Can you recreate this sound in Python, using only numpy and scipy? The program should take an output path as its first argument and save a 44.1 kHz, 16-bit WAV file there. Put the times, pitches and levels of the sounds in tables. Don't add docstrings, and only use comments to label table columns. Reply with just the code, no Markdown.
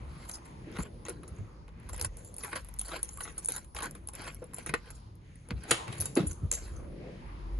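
import sys
import numpy as np
from scipy import signal
from scipy.fft import rfft, irfft, next_fast_len
from scipy.io import wavfile
from scipy.ndimage import uniform_filter1d

SR = 44100
rng = np.random.default_rng(int(sys.argv[2]) if len(sys.argv) > 2 else 0)


def output_pcm(signal):
    pcm = np.clip(np.atleast_2d(signal).T, -1, 1) * 32767
    wavfile.write(sys.argv[1], SR, np.round(pcm).astype(np.int16))


N = 334793
DOOR_OPENS_S = 5.6

# t/s, peak level of the keys/dB, brightest f/Hz, lock body against keys/dB, body f/Hz
CLICKS = [(0.2896, -34, 10400, -14.5, 830), (0.2935, -30, 9700, -10, 4030),
          (0.313, -33.5, 6450, -35.5, 560), (0.335, -52, 10700, -22, 522), (0.353, -37, 5300, -23, 554),
          (0.4549, -47, 10700, 3, 1290), (0.715, -51, 10400, -9, 600), (0.767, -60, 10300, 15.5, 1600),
          (0.7855, -43.5, 10200, 15.5, 1090), (0.803, -40.5, 10100, 8.5, 1300),
          (1.051, -36, 6600, -2.5, 977), (1.063, -42, 7000, 6, 1980), (1.083, -32, 9900, 2, 501),
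          (1.093, -27, 10300, -10.5, 501), (1.0969, -35.5, 10300, 0.5, 600), (1.232, -45.5, 10300, 3, 1060),
          (1.278, -40.5, 9500, -9, 517), (1.362, -53, 6800, -28, 550), (1.383, -51.5, 6800, 3, 546),
          (1.68, -56, 10500, 11.5, 1490), (1.799, -56, 10500, 3, 2000), (1.8305, -61, 10300, 12, 2000),
          (1.8892, -34.5, 10500, -4, 1030), (1.8938, -33.5, 11600, -4.5, 1020),
          (1.931, -34, 10100, -3.5, 500), (1.9432, -42, 11300, 6, 1000), (1.962, -34.5, 9540, -26, 509),
          (1.9773, -35.5, 10300, -11.5, 501), (1.9953, -28, 11400, -12, 501),
          (2.0116, -20.5, 11940, -14, 501), (2.024, -24.5, 9600, -19, 1020), (2.046, -20, 10040, -9, 1670),
          (2.169, -31, 10630, -21, 606), (2.2467, -38.5, 10400, -24, 501),
          (2.3403, -36.5, 9900, -32.5, 759), (2.364, -31, 10800, -24, 554), (2.3818, -28, 11000, -16, 1020),
          (2.4346, -33.5, 10600, 1, 2540), (2.4454, -34, 11400, -22, 1930), (2.529, -34.5, 9300, 11, 1530),
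          (2.5585, -36, 9700, 5.5, 1710), (2.5645, -41.5, 10200, 8, 2100), (2.646, -37, 11500, -14, 999),
          (2.6857, -39, 10500, -8, 802), (2.739, -36.5, 11500, -21, 549), (2.762, -52, 10500, 0, 2900),
          (2.7873, -26.5, 10100, -30.5, 3340), (2.7923, -20.5, 9350, -30, 4030),
          (2.813, -24, 10500, -17.5, 860), (2.831, -41.5, 10000, -20, 4030), (2.848, -38, 10600, -8, 4030),
          (2.8815, -34, 10500, -8, 1040), (2.917, -45.5, 10500, 7, 1300), (2.938, -45.5, 10300, 3.5, 1500),
          (2.957, -44.5, 10300, 8, 1200), (2.991, -45.5, 9500, -10, 2000), (3.0292, -16.5, 9500, -24, 544),
          (3.0455, -36, 9900, -33.5, 958), (3.0893, -34, 6840, -32, 851), (3.1722, -33.5, 11000, -11, 1120),
          (3.2059, -32, 10700, 0.5, 1520), (3.277, -53.5, 10400, 12, 1300),
          (3.3782, -26.5, 9100, -18.5, 589), (3.4463, -26.5, 9270, -43, 643),
          (3.457, -21.5, 9480, -38, 528), (3.485, -18, 9100, -17, 860), (3.503, -29, 11300, -30, 592),
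          (3.5196, -22.5, 9600, -24, 1500), (3.538, -41, 6940, -12, 1590),
          (3.562, -24.5, 11300, -15.5, 1600), (3.644, -45.5, 9500, -6.5, 4030),
          (3.7471, -32, 11000, -4.5, 1000), (3.786, -35, 9800, 6, 1500), (3.804, -34.5, 10400, 5, 1200),
          (3.764, -39, 10300, 11, 2400), (3.8216, -29.5, 9800, 1.5, 4030), (3.834, -31.5, 10300, 0, 900),
          (3.841, -32, 10400, 0, 1500), (3.866, -55, 10800, 13, 2300), (3.9092, -33.5, 10400, -25, 1110),
          (3.95, -37, 10430, -3, 1220), (4.072, -29, 10900, -29, 2380), (4.086, -26.5, 11100, -14, 850),
          (4.134, -37, 10500, -16, 501), (4.151, -32, 10200, -12, 1580), (4.2166, -38, 10600, -1, 640),
          (4.24, -45, 10500, 7, 1300), (4.274, -45.5, 10600, 10, 1500), (4.345, -35, 11060, -29, 904),
          (4.4408, -40, 10260, -5, 514), (4.534, -36, 10900, -3, 1040), (4.5427, -25.5, 10400, -25, 2550),
          (4.563, -37, 10700, -21, 2000), (4.583, -33, 10100, -2.5, 523), (4.6613, -26.5, 9580, -5.5, 1550),
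          (4.6918, -33, 10200, 7, 2140), (4.7385, -25.5, 9450, 8.5, 1750), (4.857, -53.5, 9400, 4, 2500),
          (4.887, -55, 11370, -21, 1980), (4.903, -35.5, 11500, -9.5, 996),
          (5.153, -53.5, 11200, -18, 2000), (5.355, -49, 9800, -7, 2000), (5.486, -41.5, 9660, -5.5, 501),
          (5.506, -51.5, 10460, 18.5, 537), (5.635, -39, 9440, -16, 501), (5.7081, -12.5, 8650, -0.5, 2270),
          (5.711, -14, 7100, -5.5, 1270), (5.7121, -15, 10000, 1, 3900), (5.879, -40.5, 8550, 8, 1200),
          (5.9262, -37, 8200, 3, 3000), (5.972, -46, 9700, -15, 600), (5.981, -38, 10100, -15, 600),
          (6.001, -25, 10300, -18, 501), (6.0069, -17.5, 11300, -25, 501), (6.013, -19, 10700, -25, 1170),
          (6.02, -26, 10420, -12.5, 1080), (6.0245, -40, 10500, -14, 1000),
          (6.0558, -22, 10140, -12.5, 860), (6.059, -31, 6700, -15, 800), (6.1534, -28, 6570, -45, 568),
          (6.163, -36, 9000, 9, 1030), (6.1689, -36.5, 7000, 10, 3880), (6.171, -32.5, 9300, 6, 1700),
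          (6.181, -57, 9300, 3, 1700), (6.203, -53, 9300, 11, 1200), (6.269, -35, 11300, -21, 538),
          (6.31, -39, 6240, -46, 524), (6.329, -36.5, 9400, -37, 600), (6.5141, -15.5, 7050, -16, 3300),
          (6.5254, -19, 7120, -13.5, 4200), (6.536, -22.5, 6170, -13.5, 3240), (6.55, -28, 6860, -18, 4330),
          (6.765, -42.5, 6100, -16, 514)]
# f/Hz, relative level/dB, relative ring time
KEY_MODES = [(3280, -10.5, 0.86), (4480, -6.5, 0.55), (5490, 5.5, 2.4), (6120, 2, 1.8), (6570, -5.5, 1.8),
             (6800, 7, 1.2), (7350, 12, 1.2), (7430, -1, 0.64), (8200, -5.5, 1.1), (9570, -8.5, 1),
             (9600, -4.5, 0.31), (9270, 6.5, 0.3), (9120, 11, 1.6), (7800, 2, 5.1), (9250, 9.5, 2.1),
             (9840, 12.5, 1.3), (10050, -5, 0.96), (10690, 12.5, 1.06), (11160, 3.5, 1.2), (10590, 1, 1.2),
             (11800, -34, .8)]
# f/Hz, relative level/dB, t60/s
LOCK_MODES = [(330, -8.5, 0.062), (474.3, -3.5, 0.086), (570, -7, 0.033), (860, -4.5, 0.029),
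              (1065, -1.5, 0.025), (1190, -0.5, 0.019), (1483, -6.5, 0.016), (1928, -3, 0.017),
              (2156, -4.5, 0.0083), (2510, -6.5, 0.014), (2970, -11, 0.0097), (3340, -8, 0.0069),
              (4000, -7, 0.015), (5170, -9.5, 0.0051)]


def undb(db):
    return 10 ** (np.asarray(db) / 20)


def unit(x):
    return x / np.sqrt(np.mean(x ** 2))


def decay(t, t60):
    return np.exp(-np.log(1000) * t / t60)


def band(x, hz, *widths_hz):
    for width_hz in widths_hz:
        x = signal.lfilter(*signal.iirpeak(hz, hz / width_hz, fs=SR), x)
    return x


def spread(mid, side, side_db):
    return mid + undb(side_db) * side * np.array([[1], [-1]])


def walk(rate):
    hold = int(SR / rate)
    steps = np.repeat(rng.standard_normal(N // hold + 1), hold)
    return 1.96 * uniform_filter1d(uniform_filter1d(steps, hold), hold)[:N]


def add(out, s, sound, db):
    i = int(s * SR)
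    sound = sound[..., :N - i] / np.abs(sound).max()
    out[:, i:i + sound.shape[-1]] += undb(db) * sound


def wash(bands, flicker_db):
    out = 0
    for hz, width_hz, db, side_db in bands:
        noise = band(rng.standard_normal((2, N)), hz, width_hz, 2 * width_hz)
        out = out + undb(db + flicker_db * walk(9)) * spread(*unit(noise), side_db)
    return unit(out)


def street():
    # t/s, then level/dB of deep drone, traffic bass, traffic murmur and hiss
    swells = [(0, -48.5, -48.5, -58, -56), (.3, -52.5, -53.5, -58.5, -56), (.8, -51, -48.5, -55, -61),
              (1.25, -51, -53.5, -57.5, -63), (1.75, -51.5, -56, -61.5, -64),
              (2.0, -44.5, -50.5, -56, -66.5), (2.5, -55.5, -53.5, -64, -60),
              (3.0, -47.5, -55.5, -63, -62.5), (3.8, -50, -54.5, -61, -67), (4.4, -50, -51.5, -60.5, -66.5),
              (4.8, -48, -53, -63, -60.5), (5.1, -58, -55.5, -66.5, -64.5), (5.5, -57, -51, -71, -67),
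              (5.8, -54.5, -50.5, -52.5, -48.5), (6.25, -52, -46, -54, -66.5),
              (6.55, -44.5, -52, -58.5, -60.5), (6.9, -45, -52, -46.5, -61), (7.3, -48, -50, -54, -56),
              (7.59, -45.5, -53, -55, -57)]
    # t/s, level/dB
    treble_swells = [(0, -70), (.25, -64), (.6, -72.5), (1, -71.5), (1.8, -79), (2.3, -68), (4.7, -75.5),
                     (5.2, -78), (5.8, -62), (6.4, -69.5), (6.9, -74.5), (7.59, -73)]
    # f/Hz, width/Hz, relative level/dB, side against mid/dB
    drone_bands = [(38, 20, -8, -13), (49, 6, 0, -13), (62, 22, -2, -12)]
    bass_bands = [(95, 49.4, 1, -23), (146.2, 78, 0.25, -21.5)]
    murmur_bands = [(224, 98, 0, -11), (335.5, 85, 0.5, -8), (475, 170, -3.5, -3.5), (546, 100, -9, -2)]
    hiss_bands = [(925, 330, 1.5, 5), (1170, 350, -1, -5), (2006, 1000, 1, 0), (3300, 1900, -4.5, -7),
                  (4720, 1300, -7.5, 2)]
    treble_bands = [(6530, 1100, 2, -20), (8600, 510, 2, -27), (9900, 2000, -3, -23),
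                    (10220, 500, 3.5, -21.5)]
    t = np.arange(N) / SR
    times, *levels = np.transpose(swells)
    drone, bass, murmur, hiss = (undb(np.interp(t, times, db)) for db in levels)
    treble = undb(np.interp(t, *np.transpose(treble_swells)))
    return (drone * wash(drone_bands, flicker_db=2.2)
            + bass * wash(bass_bands, flicker_db=2.0)
            + murmur * wash(murmur_bands, flicker_db=2.35)
            + hiss * wash(hiss_bands, flicker_db=2.8)
            + treble * wash(treble_bands, flicker_db=2.3))


def grains(per_s, spread_db):
    return np.array([(rng.random(N) < per_s / SR) * rng.standard_normal(N)
                     * undb(spread_db * rng.exponential(size=N)) for _ in range(2)])


def rattle(times, db, t60):
    kicks = np.zeros(N)
    kicks[(times * SR).astype(int)] = undb(db)
    return signal.lfilter([1], [1, -decay(1 / SR, t60)], kicks)


def lock_grind(slips):
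    modes = sum(undb(db + 2.46 * walk(45)) * (-1) ** k * band(slips, hz, 7.2 / t60) / np.sqrt(hz)
                for k, (hz, db, t60) in enumerate(LOCK_MODES))
    high_grit = band(slips, 4200, 3700)
    low_grit = band(band(slips, 1400, 1799), 1200, 2600)
    return unit(unit(modes) + undb(-13) * unit(high_grit) + undb(-7.5) * unit(low_grit))


def key_rustle(touches):
    modes = sum(undb(db + 4.1 * walk(40)) * (-1) ** k * band(touches, hz, 190 / ring_time)
                for k, (hz, db, ring_time) in enumerate(KEY_MODES))
    sizzle = band(band(touches, 10430, 2500), 10500, 3500)
    return unit(unit(modes) + undb(-6) * unit(sizzle))


def rubs():
    # strongest t/s, swell/s, fade/s, grind level/dB, rustle level/dB
    # swell and fade are times per 20 dB, held to at least 1 ms
    strokes = [(0.295, 0.02, 0.02, -55, -41), (0.345, 0.02, 0.0161, -63, -42.5),
               (.26, 0.27, -0.12, -55, -64), (.385, 0.12, .01, -54, -62), (.45, -0.07, 0.08, -67, -55.5),
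               (0.769, 0.1, 0.04, -52.5, -68), (0.801, 0.03, 0.01, -50, -48),
               (0.835, 0.03, -0.01, -68, -42.5), (0.857, 0.06, 0.04, -51.5, -56),
               (1.053, 0, 0.16, -58, -75), (1.094, 0, 0.2, -78, -73), (1.298, 0.07, 0.23, -64, -72),
               (2.052, 0.21, 0.01, -50, -58), (2.181, -0.07, 0.32, -68, -56.5),
               (2.392, -0.07, 0.14, -51, -47.5), (2.444, -0.08, 0.17, -49, -50),
               (2.526, 0.0147, 0.04, -46.5, -55), (2.556, 0.0026, 0.04, -36.5, -39.5),
               (2.854, -0.08, 0.02, -62, -45), (2.933, 0.07, 0.04, -40, -45),
               (2.963, 0.05, 0.04, -44.5, -48), (3.1, 0.1, 0.37, -63.5, -54),
               (3.205, -0.03, 0.16, -48.5, -49.5), (3.291, 0.03, 0.09, -55.5, -75.5),
               (3.382, -0.02, 0.03, -71.5, -41.5), (3.42, -0.03, 0.05, -53.5, -55),
               (3.487, .004, 0.08, -43, -48), (3.555, 0.0262, 0.06, -46.5, -41),
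               (3.754, -0.01, 0.1344, -40.5, -47.5), (3.829, -0.0169, .04, -42.5, -39),
               (3.867, 0.0546, 0.03, -46, -72), (3.954, 0, 0.1, -65, -73), (4.134, .004, 0.35, -54, -56),
               (4.21, 0.07, 0.08, -52, -62), (4.272, 0.04, 0.04, -44.5, -58), (4.34, 0.1, 0.04, -68, -65),
               (4.576, 0.05, 0.15, -55, -53), (4.668, -0.0337, 0.04, -39.5, -53),
               (4.696, -0.0051, 0.01, -47, -47), (4.877, 0.1, 0.16, -59, -64),
               (4.953, .004, 0.04, -76, -51), (5.584, 0.13, 0.22, -57, -78),
               (5.703, 0.05, -0.04, -45, -48.5), (5.73, 0.0354, 0.0544, -40.5, -44),
               (5.882, 0.06, .07, -54, -65), (5.929, 0.03, 0.08, -55, -60), (5.99, 0.05, -0.03, -58, -49),
               (6.056, 0.11, -0.1, -62, -56), (6.19, -0.01, 0.06, -46.5, -54),
               (6.32, 0.13, -0.09, -61.5, -52), (6.57, -0.02, 0.2, -58, -55),
               (6.657, 0.04, 0.1, -52.5, -57), (6.789, 0, 0.02, -59.5, -57)]
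    t = np.arange(N) / SR
    click_s, click_db, _, body_db, _ = np.transpose(CLICKS)
    grind_gain = rattle(click_s, click_db + body_db - 19, t60=0.055)
    rustle_gain = rattle(click_s, click_db - 18.5, t60=0.079)
    for s, swell, fade, grind_db, rustle_db in strokes:
        stroke = undb(20 * np.where(t < s, (t - s) / max(swell, 1e-3), (s - t) / max(fade, 1e-3)))
        grind_gain += undb(grind_db) * stroke
        rustle_gain += undb(rustle_db) * stroke
    slips = grains(per_s=2400, spread_db=2.0)
    touches = spread(*grains(per_s=2200, spread_db=1.6), -10)
    grind = spread(*lock_grind(slips), -11.5)
    rustle = key_rustle(touches)
    uneven_db = 1.4
    return (grind_gain * undb(uneven_db * walk(60)) * grind
            + rustle_gain * undb(uneven_db * walk(81)) * rustle)


def chatter(length_s, bounce_db=-21):
    lengths = np.arange(SR // 16) / SR / length_s
    push = lengths ** 2 * np.exp(-lengths ** 2 / 2)
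    bounces = undb(bounce_db) * np.minimum(lengths, 1) * np.exp(-lengths / 12)
    noise, size = rng.standard_normal((2, len(lengths)))
    return noise * np.abs(size) * (push + bounces)


def ring(hz, gain, t60, t, detuning=0.013, rise_s=0.00046):
    size, phase, detune = rng.standard_normal((3, len(hz)))
    cycles = np.outer(hz * (1 + detuning * detune), t) + phase[:, None]
    waves = np.sin(2 * np.pi * cycles) * decay(t, t60[:, None])
    return (gain * undb(1.8 * size)) @ waves * (1 - np.exp(-t / rise_s))


def struck_keys(hz, t):
    key_hz, key_db, ring_time = np.transpose(KEY_MODES)
    base_t60 = 0.0068 * np.exp(0.2 * rng.standard_normal())
    near = np.exp(-(np.log(key_hz / hz) / 0.043) ** 2)
    return ring(key_hz, undb(key_db) * (0.45 + near), max(base_t60, 0.002) * ring_time * (0.17 + near), t)


def lock_case(hz, contact_s, t):
    lock_hz, lock_db, t60 = np.transpose(LOCK_MODES)
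    near = np.exp(-(np.log(lock_hz / hz) / 0.43) ** 2)
    gain = undb(lock_db) * (0.5 + near)
    mid, side = (signal.fftconvolve(ring(lock_hz, gain, t60, t), chatter(contact_s)) for _ in range(2))
    return spread(mid, side, -7.5)


def handle():
    # f/Hz, relative level/dB, t60/s
    modes = [(2230, -5.5, 0.088), (2650, -7, .1), (2780, -6, .13), (3060, -2, 0.091), (3420, -5, .11),
             (3550, -5, .1), (3800, -3, .11), (4250, -6, 0.12), (4650, -7, .14), (4630, -9.5, .12),
             (5570, -9.5, .1)]
    hz, db, t60 = np.transpose(modes)
    t = np.arange(SR // 6) / SR
    mid, side = (ring(hz, undb(db), t60, t, detuning=0.0059) for _ in range(2))
    return spread(mid, side, 0) * np.minimum(t / 0.0028, 1)


def clicks(contact_s=0.00069):
    out, t = np.zeros((2, N)), np.arange(SR // 8) / SR
    for s, db, hz, body_db, body_hz in CLICKS:
        lock_db = db + body_db
        shut_db = -14.5 if s < DOOR_OPENS_S else 0
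        push = chatter(contact_s)
        add(out, s, signal.fftconvolve(struck_keys(hz, t), push), db)
        add(out, s, lock_case(body_hz, 2.86 * contact_s, t), lock_db - 3)
        add(out, s, handle(), lock_db - 10 + shut_db)
        knock = band(push, body_hz, 1.1 * body_hz, 1.6 * body_hz)
        add(out, s, knock, lock_db - 4.5)
        crack = band(push, 8500, 9000, 12000)
        add(out, s, crack, db - 15.5)
        short_key_modes = band(spread(push, chatter(contact_s), -7), hz, 1900, 3500)
        add(out, s, short_key_modes, db - 2)
    return out


def pings():
    # t/s, peak level/dB, f/Hz, t60/s
    brushes = [(.2925, -42, 9870, .02), (0.309, -41.5, 9550, 0.08), (.327, -43, 6280, 0.072),
               (0.332, -40, 10850, 0.064), (0.335, -37, 5310, 0.061), (.346, -46, 4870, .04),
               (.352, -50, 6300, .04), (3.182, -40.5, 1170, 0.043), (3.472, -34, 9140, 0.06),
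               (3.484, -31, 11100, 0.037), (3.503, -52, 6960, 0.042), (3.536, -41, 6950, 0.11),
               (3.575, -36, 9560, 0.037), (6.151, -30, 10800, 0.045), (6.265, -29, 8930, 0.055),
               (6.264, -40, 7060, 0.048), (6.274, -33.5, 10800, 0.059), (6.309, -46, 6190, .04),
               (6.512, -30.5, 10850, 0.044), (6.516, -37, 6190, .08), (6.551, -27, 7450, 0.022),
               (6.76, -50, 6160, 0.056)]
    out, t = np.zeros((2, N)), np.arange(SR // 5) / SR
    for s, db, hz, t60 in brushes:
        tone = ring(hz * np.array([1, 1.012]), undb([0, -7]), np.full(2, t60), t, detuning=0.0026)
        add(out, s, signal.fftconvolve(tone, chatter(0.0013, bounce_db=-16)), db)
    return out


def door_thuds(rise_s=0.0062):
    # t/s, peak level/dB, f/Hz, t60/s
    blows = [(0.669, -37.5, 317, 0.077), (0.787, -26, 174, 0.04), (0.799, -29.5, 53.3, 0.09),
             (1.089, -35.5, 372, 0.1), (1.314, -33, 72.4, 0.081), (1.384, -29.5, 103.7, 0.25),
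             (1.899, -36, 56.7, 0.33), (2.017, -32.5, 79.4, 0.22), (2.049, -37.5, 105, 0.059),
             (2.06, -40, 47, 0.18), (3.746, -42.5, 58.7, 0.064), (4.417, -34.5, 505, 0.084),
             (4.686, -32, 149.8, 0.23), (5.512, -28.5, 178, 0.031), (5.527, -27, 61, 0.2),
             (5.704, -30.5, 466, 0.027), (5.71, -33, 131, 0.1), (5.878, -32, 115, 0.15),
             (5.99, -31.5, 96.3, 0.27), (6.164, -22, 414, 0.045), (6.17, -11.5, 337, 0.041),
             (6.182, -24, 340, .05), (6.18, -31, 480, 0.09), (6.21, -30, 294, 0.2),
             (6.199, -19.5, 174, 0.038), (6.23, -26.5, 162, 0.035), (6.258, -28, 80, 0.15),
             (6.301, -29.5, 68, 0.041), (6.415, -29, 116, 0.11), (6.431, -21.5, 88, 0.15),
             (6.491, -34, 51.2, 0.28), (6.622, -37, 67, 0.19), (6.72, -33, 58, 0.22)]
    out, t = np.zeros((2, N)), np.arange(SR // 3) / SR
    for s, db, hz, t60 in blows:
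        envelope = (1 - np.exp(-t / rise_s)) ** 2 * decay(t, t60)
        shudder, side = unit(band(rng.standard_normal((2, len(t))), hz, 0.6 * hz, 1.1 * hz))
        leaf = np.sin(2 * np.pi * hz * t) + 0.65 * shudder
        add(out, s, envelope * spread(leaf, side, -12.5), db)
    return out


def reflect(x, echo):
    echo = echo / np.sqrt(np.sum(echo ** 2, axis=1, keepdims=True))
    return signal.fftconvolve(x, echo, axes=1)[:, :N]


def porch(x, t60=0.077, wet_db=-13):
    t = np.arange(SR // 4) / SR
    echo = band(rng.standard_normal((2, len(t))), 1500, 3000, 3000) * decay(t, t60)
    return x + undb(wet_db) * reflect(x, echo)


def hall(x, t60=0.31, wet_db=-12):
    t = np.arange(SR // 2) / SR
    mid, side = band(rng.standard_normal((2, len(t))), 3900, 6000)
    echo = spread(mid, band(side, 2500, 4000, 4000), 1.5) * decay(t, t60)
    door_open = np.arange(N) / SR > DOOR_OPENS_S
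    return undb(wet_db) * reflect(x * door_open, echo)


def hum(start_s=7.255, start_hz=44.5, start_db=-52, climb_hz_per_s=10, swell_db_per_s=61):
    since = np.arange(N) / SR - start_s
    hz = start_hz + climb_hz_per_s * np.maximum(since, 0)
    rms = (since > 0) * undb(start_db + swell_db_per_s * since)
    return np.sqrt(2) * rms * np.sin(2 * np.pi * np.cumsum(hz) / SR)


def scene():
    metal = clicks() + pings() + rubs()
    return porch(metal + door_thuds()) + hall(metal) + street() + hum()


def record(dry):
    # f/Hz, width/Hz, gain/dB
    port_colour = [(8900, 780, 2), (5260, 1600, -1), (12700, 670, -9.5)]
    # f/Hz, phase/rad
    port_lag = [(0, 0), (2000, 0), (3200, .4), (4600, .2), (5300, 3.1), (6300, 6.6), (6900, 7.2),
                (7800, 9.2), (8900, 9.6), (10300, 12.2), (11000, 12.5), (11500, 12.8), (12300, 14.6)]
    for hz, width_hz, db in port_colour:
        dry = dry + (undb(db) - 1) * band(dry, hz, width_hz)
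    left, right = dry
    t, size = np.arange(N) / SR, next_fast_len(N + SR // 10)
    lag = np.interp(np.arange(size // 2 + 1) * SR / size, *np.transpose(port_lag))
    lagged = irfft(rfft(left, size) * np.exp(-1j * lag), size)[:N]
    facing = np.interp(t, [5.69, 5.70, 5.86, 5.87], [0, 1, 1, 0])
    left = lagged + facing * (left - lagged)
    left = left + (undb(1.8) - 1) * band(left, 500, 1200)
    softened = [signal.sosfilt(signal.butter(9, hz, fs=SR, output="sos"), port)
                for port, hz in ((left, 11500), (right, 11300))]
    top_cut = signal.ellip(10, 0.3, 80, 12300, fs=SR, output="sos")
    return signal.sosfilt(top_cut, softened)


dry = scene()
out = record(dry)
output_pcm(out)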